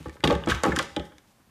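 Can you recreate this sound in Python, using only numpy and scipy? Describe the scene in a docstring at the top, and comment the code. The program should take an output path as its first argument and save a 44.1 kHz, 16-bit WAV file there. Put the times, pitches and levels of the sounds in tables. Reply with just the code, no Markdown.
"""Plastic ruler set down on a desk

A plastic ruler is shifted and set down on paper on a desk, close to a camera on the same desk.
Edge taps: brief bank of decaying ruler modes plus a bright noise crack.
Landings: desk-top modes, treble first, bass late. Slides: filtered random grit on the paper.
A small room answers with a diffuse noise tail, over a quiet floor of coloured noise."""
import sys
import numpy as np
from scipy import signal
from scipy.fft import rfft, irfft
from scipy.io import wavfile
from scipy.ndimage import uniform_filter1d

SR = 44100
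rng = np.random.default_rng(int(sys.argv[2]) if len(sys.argv) > 2 else 0)


def generate_wav(signal):
    """Clip the signal to [-1, 1] and save it as 16-bit WAV at the path in sys.argv[1]."""
    frames = np.transpose(np.atleast_2d(signal))
    scaled = np.clip(frames, -1, 1) * 32767
    pcm = np.round(scaled).astype(np.int16)
    wavfile.write(sys.argv[1], SR, pcm)


def level_to_linear(level):
    """Convert decibel levels to linear amplitude factors, elementwise."""
    exponent = np.asarray(level, float) / 20
    return 10 ** exponent


N = 66150

# background noise density, relative: hz, level_db_per_hz
FLOOR_SPECTRUM = [(15, -57), (25, 5.5), (242, 4.5), (277, -3), (624, -4), (796, -3), (1040, -4),
                  (2990, -13), (14400, -19), (16000, -32)]
FLOOR_RMS_DB = -62.5

# slides over the paper: start_s, length_s, level_db (rms before the fades), centre_hz
PAPER_SLIDES = [(-.01, 0.035, -56, 2945), (-.01, 0.072, -64, 10060), (0.036, 0.08, -60.5, 3840),
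                (0.236, .012, -29, 4700), (0.273, 0.056, -38, 2820), (0.479, .036, -28.5, 3500),
                (0.542, 0.0098, -41, 4300), (.642, 0.034, -32.5, 2060), (0.751, 0.016, -38, 5900),
                (0.779, 0.051, -38, 4200), (1.033, 0.029, -61, 9200), (1.26, 0.05, -69.5, 8090),
                (0.118, 0.037, -62.5, 9400), (0.415, 0.093, -54, 1560), (0.56, 0.071, -51, 1470),
                (0.68, 0.044, -41.5, 3030), (.502, 0.0043, -44, 7900)]
SLIDE_FADE_S = 0.016  # linear rise; time constant of the decay
GRIT_PER_S, GRIT_SPREAD_DB = 9000, 2.5
CATCH_S, CATCH_DB = 0.003, 1.5  # edge catches and slips: time scale, spread of the grit level

# landings on the desk top: start_s, level_db (before DESK_GAIN_DB), ring_centre_hz
DESK_LANDINGS = [(.003, -30, 161), (.057, -24.5, 404), (.059, -27.5, 180), (0.07, -26, 104),
                 (.085, -33.5, 236), (.237, -7.5, 549), (0.2394, -10.5, 170.4), (0.25, -8.5, 377),
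                 (0.256, -23, 71), (0.276, -9, 245), (0.287, -11.5, 257), (0.302, -8.5, 442),
                 (0.314, -8, 330), (.323, -10.5, 310), (.320, -12.5, 75), (0.338, -19.5, 118),
                 (0.357, -17, 148.6), (.410, -29.5, 75), (0.454, -35, 65), (0.032, -42, 69.7),
                 (0.124, -41, 70), (.155, -40, 381), (0.197, -39, 137), (.471, -14.5, 480),
                 (.477, -15.5, 346), (0.477, -22, 69.6), (.489, -14.5, 243), (0.514, -13.5, 74),
                 (.545, -19, 73), (.600, -50, 69), (.636, -10, 587), (.654, -11, 511), (.667, -7, 310),
                 (0.683, -13, 255), (0.687, -16, 69.6), (0.691, -21, 304), (.732, -18, 277),
                 (0.733, -21.5, 76), (0.743, -25.5, 194), (.774, -17.5, 214), (.799, -19, 530),
                 (.812, -25.5, 247), (0.917, -41, 71), (.966, -17, 346), (0.973, -17.5, 238),
                 (0.987, -23, 68.8), (0.999, -24, 355), (1.009, -31, 198), (1.099, -54.5, 257),
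                 (1.399, -52, 165), (1.471, -48.5, 92)]
# desk-top modes: nominal_hz, relative_level_db, t60_s
DESK_MODES = [(69.2, 4, 0.15), (103.9, 0, 0.089), (157.1, -4, .25), (207.3, -8.5, 0.23), (254.3, 6, 0.05),
              (316, 3.5, 0.072), (357.3, -5.5, 0.18), (429, -3, 0.12), (507, 2.5, 0.071), (573, 5.5, 0.054),
              (714.2, -9.5, .1), (855.3, 6, 0.076), (1093, 0, 0.106), (1260, 8.5, 0.058)]
DESK_GAIN_DB, DESK_REACH_OCT, DESK_LAG_S, DESK_LAG_REF_HZ = -3, 0.99, 0.00084, 166.7

# ruler edge taps, levels before the gains below:
# start_s, ring_level_db, crack_level_db, ring_centre_hz, direct_reach_oct
EDGE_TAPS = [(.058, -28.5, -59, 1080, 0.75), (0.0834, -40, -43.5, 1730, 0.31),
             (0.0951, -32.5, -43.5, 2000, 0.16), (.167, -37.5, -56, 1400, 0.6),
             (0.2048, -35, -47, 2120, 0.25), (0.229, -37.5, -74, 3000, 1), (0.2393, -3, -26, 3400, 0.71),
             (0.245, -20, -35, 3200, 0.65), (0.2508, -17, -35.5, 1200, 0.42), (0.2742, -9, -27, 3300, 0.65),
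             (0.2996, -20, -38, 3300, 1), (0.3068, -13.5, -32.5, 3200, 1), (.3255, -23.5, -36, 2940, 1),
             (0.3511, -23, -35.5, 2670, 1), (0.4362, -25, -50.5, 2910, 0.17),
             (.4375, -29.5, -69, 1500, 0.27), (.4602, -46, -37.5, 5620, .2),
             (0.4741, -18.5, -38, 1730, 0.89), (0.4874, -27, -32, 3500, 0.43),
             (0.4977, -16.5, -28.5, 1460, 0.23), (0.5042, -20.5, -27.5, 1480, 0.29),
             (.5105, -20.5, -37, 3000, .6), (.5178, -7, -48, 1394, .3), (.5255, -35, -42, 2970, 0.54),
             (.5470, -22, -33, 2570, 1), (0.6343, -19.5, -20.5, 1190, 0.9), (.641, -10.5, -57, 1100, 0.91),
             (0.65, -13, -31.5, 1260, 1), (0.661, -19, -34, 1300, 0.82), (0.7198, -14.5, -54, 1750, .25),
             (0.725, -21, -66, 1800, 0.39), (.7620, -16.5, -25.5, 2010, 0.7), (0.768, -15.5, -44, 1260, .4),
             (0.7877, -16, -21.5, 3320, 0.34), (0.792, -7, -50, 1150, 1), (0.7975, -45, -49, 1562, 0.97),
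             (0.826, -30.5, -31, 1970, 0.43), (0.9636, -14.5, -32.5, 3780, 0.77),
             (0.9676, -29.5, -50, 2500, 1), (0.9962, -26, -42, 3320, 0.58), (1.12, -41.5, -75, 1243, 1),
             (1.1820, -45, -43, 3500, 1), (1.405, -53.5, -70.5, 1202, 0.68)]
# ruler modes: nominal_hz, relative_level_db, direct_t60_s
RULER_MODES = [(1075, 0, .05), (1260, 0, .05), (1480, 0, .035), (1620, 0, .045), (1800, 0, .04),
               (2116, -2, .035), (2450, -3, .03), (2800, -3, .025), (3080, 0, .03), (3300, 1, .03),
               (3550, 0, .028), (3900, -2, .022), (4500, -4, .018), (5500, -6, .015)]
RULER_GAIN_DB, RULER_LAG_S, RULER_LAG_REF_HZ = -4.5, 0.0005, 1400
# crack filter: hz, gain_db
CRACK_SPECTRUM = [(700, -11), (1500, 1), (3000, 1.5), (5000, -0.5), (7000, 0.5), (9000, -5.5), (11000, -11),
                  (13000, -24.5), (15500, -21.5)]
CRACK_GAIN_DB, CRACK_RISE_S = 6.5, 0.0004
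CRACK_DECAY_S, CRACK_REF_DB = 0.0029, -26.5  # decay constant of a crack at the reference level
CRACK_SHRINK = 0.38  # dB of length lost per dB below CRACK_REF_DB

# room decay: hz, t60_s
ROOM_DECAY = [(60, .5), (300, 0.6), (1500, 0.47), (5000, 0.58), (12000, 0.65)]
# filter on the sound sent to the room: hz, gain_db
ROOM_SPECTRUM = [(40, -0.5), (300, -4.5), (1500, 3.5), (4000, -2.5), (8000, -4.5), (16000, -13.5)]
ROOM_GAIN_DB, ROOM_RISE_S = -10, 0.006
RING_ROOM_DB, CRACK_ROOM_DB, PAPER_ROOM_DB = 8, 1, 2  # send to the walls, against the desk

CEILING = 0.57  # full scale = 1
BASS_CUT_HZ, TOP_CUT_HZ = 64, 14850


def colour(x, points):
    """Filters by (Hz, dB) points, linear in log frequency."""
    hz, db = np.array(points, float).T
    bin_hz = np.maximum(np.fft.rfftfreq(len(x), 1 / SR), 1)
    gain_db = np.interp(np.log(bin_hz), np.log(hz), db, left=db[0] + 7, right=db[-1] - 6)
    return irfft(rfft(x) * level_to_linear(gain_db), len(x))


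def unit(x):
    """Scales to rms 1."""
    return x / np.sqrt(np.mean(x ** 2))


def add(out, start_s, x):
    """Mixes x in at start_s."""
    i = int(start_s * SR)
    out[i:i + len(x)] += x[:len(out) - i]


def floor():
    """Steady background: Gaussian noise shaped by the floor spectrum."""
    return level_to_linear(FLOOR_RMS_DB) * unit(colour(rng.standard_normal(N), FLOOR_SPECTRUM))


def paper():
    """Dense uneven grit under the sliding edge, broad around each slide's centre."""
    out, t = np.zeros(N), np.arange(N) / SR
    hit, size, sign = rng.random((3, N))
    grain_gain = level_to_linear(-GRIT_SPREAD_DB * np.log(size + 1e-9))
    grit = unit((hit < GRIT_PER_S / SR) * grain_gain * np.sign(sign - 0.5))
    catch = unit(uniform_filter1d(rng.standard_normal(N), int(CATCH_S * SR)))
    grit = grit * level_to_linear(CATCH_DB * catch)
    for start_s, length_s, level_db, hz in PAPER_SLIDES:
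        rise = np.clip((t - start_s) / SLIDE_FADE_S, 0, 1)
        fall = np.exp(-np.maximum(t - start_s - length_s, 0) / SLIDE_FADE_S)
        spectrum = [(hz / 8, -6), (hz / 3, 3), (hz, 0), (hz * 1.21, -6), (hz * 3, -20)]
        out += level_to_linear(level_db) * unit(colour(grit, spectrum)) * rise * fall
    return out


def ring(starts_s, levels_db, centres_hz, reaches_oct, modes, lag_s, ref_hz, scatter_db, scatter_rad):
    """Each blow rings the modes near its centre; lower modes build up later."""
    out, t = np.zeros(N), np.arange(SR // 4) / SR
    hz, db, t60_s = np.array(modes, float).T[:, :, None]
    rise_s = lag_s * np.sqrt(ref_hz / hz)  # lag_s holds at ref_hz
    envelope = (1 - np.exp(-t / rise_s)) ** 2 * np.exp(-np.log(1000) * t / t60_s)
    mode_phase = -np.pi * np.arange(len(modes))[:, None] / 2
    chance = rng.standard_normal((len(starts_s), 3, len(modes), 1))
    blows = zip(starts_s, levels_db, centres_hz, reaches_oct, chance)
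    for start_s, level_db, centre_hz, reach_oct, (gain, detune, phase) in blows:
        distance = np.log2(hz / centre_hz) / reach_oct
        weight = level_to_linear(db + scatter_db * gain) * np.exp(-0.5 * distance ** 2)
        wave = np.sin(2 * np.pi * hz * (1 + 0.042 * detune) * t + mode_phase + scatter_rad * phase)
        blow = (weight * envelope * wave).sum(0) / np.sqrt((weight ** 2).sum())
        add(out, start_s, level_to_linear(level_db) * blow)
    return out


def desk():
    """Landings send bending waves through the desk top: modes rise treble first, bass late."""
    start_s, level_db, hz = np.array(DESK_LANDINGS, float).T
    reach_oct = np.full(len(start_s), DESK_REACH_OCT)
    return ring(start_s, level_db + DESK_GAIN_DB, hz, reach_oct, DESK_MODES,
                DESK_LAG_S, DESK_LAG_REF_HZ, scatter_db=3.0, scatter_rad=1.0)


def ruler_cracks():
    """Contact of each edge tap: a bright noise burst, shorter when softer."""
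    start_s, _, crack_db, _, _ = np.array(EDGE_TAPS, float).T
    t, out = np.arange(SR // 40) / SR, np.zeros(N)
    noises = rng.standard_normal((len(start_s), len(t)))
    for start, level_db, noise in zip(start_s, crack_db, noises):
        decay_s = CRACK_DECAY_S * level_to_linear(CRACK_SHRINK * (level_db - CRACK_REF_DB))
        envelope = (1 - np.exp(-t / CRACK_RISE_S)) * np.exp(-t / decay_s)
        add(out, start, level_to_linear(level_db + CRACK_GAIN_DB) * noise * envelope)
    return colour(out, CRACK_SPECTRUM)


def ruler_rings(reach_scale, t60_scale):
    """Edge taps excite the ruler's modes, which die within tens of milliseconds."""
    start_s, ring_db, _, hz, reach_oct = np.array(EDGE_TAPS, float).T
    modes = np.array(RULER_MODES) * [1, 1, t60_scale]
    return ring(start_s, ring_db + RULER_GAIN_DB, hz, reach_oct * reach_scale, modes,
                RULER_LAG_S, RULER_LAG_REF_HZ, scatter_db=2, scatter_rad=2.4)


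def room(x):
    """Diffuse tail: octave bands of noise, each decaying at its own t60."""
    t, tail = np.arange(SR // 2) / SR, 0
    decay_hz, decay_t60_s = np.array(ROOM_DECAY, float).T
    for hz, noise in zip(45 * 2.0 ** np.arange(9), rng.standard_normal((9, len(t)))):
        edges_hz = [hz / np.sqrt(2), hz * np.sqrt(2)]
        band = signal.sosfilt(signal.butter(2, edges_hz, "band", fs=SR, output="sos"), noise)
        t60_s = np.interp(np.log(hz), np.log(decay_hz), decay_t60_s)
        tail = tail + band * np.exp(-np.log(1000) * t / t60_s)
    tail = tail * np.clip(t / ROOM_RISE_S, 0, 1)
    tail = tail / np.sqrt((tail ** 2).sum())
    return level_to_linear(ROOM_GAIN_DB) * signal.fftconvolve(colour(x, ROOM_SPECTRUM), tail)[:N]


def scene():
    """Ruler, desk and paper in the room, over its floor."""
    cracks = ruler_cracks()
    rings = ruler_rings(reach_scale=1, t60_scale=1)
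    rings_far = ruler_rings(reach_scale=2.2, t60_scale=0.18)  # the walls get a broader, shorter ring
    thuds, grit = desk(), paper()
    far = level_to_linear(RING_ROOM_DB) * rings_far + level_to_linear(CRACK_ROOM_DB) * cracks
    far = far + level_to_linear(PAPER_ROOM_DB) * grit + thuds
    mix = rings + cracks + thuds + grit + room(far) + floor()
    return mix[None]


def roll_off(x):
    """The treble ends steeply here."""
    return signal.sosfilt(signal.butter(12, 16320, fs=SR, output="sos"), x)


def record(dry):
    """The camera rounds peaks towards the ceiling, then cuts the deep bass and the top."""
    rounded = CEILING * np.tanh(dry / CEILING)
    bass_cut = signal.butter(2, BASS_CUT_HZ, "high", fs=SR, output="sos")
    top_cut = signal.ellip(6, 0.3, 35, TOP_CUT_HZ, fs=SR, output="sos")  # ripple_db, stop_db
    mix = signal.sosfilt(np.vstack([bass_cut, top_cut]), rounded)
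    return roll_off(mix)


dry = scene()
out = record(dry)
generate_wav(out)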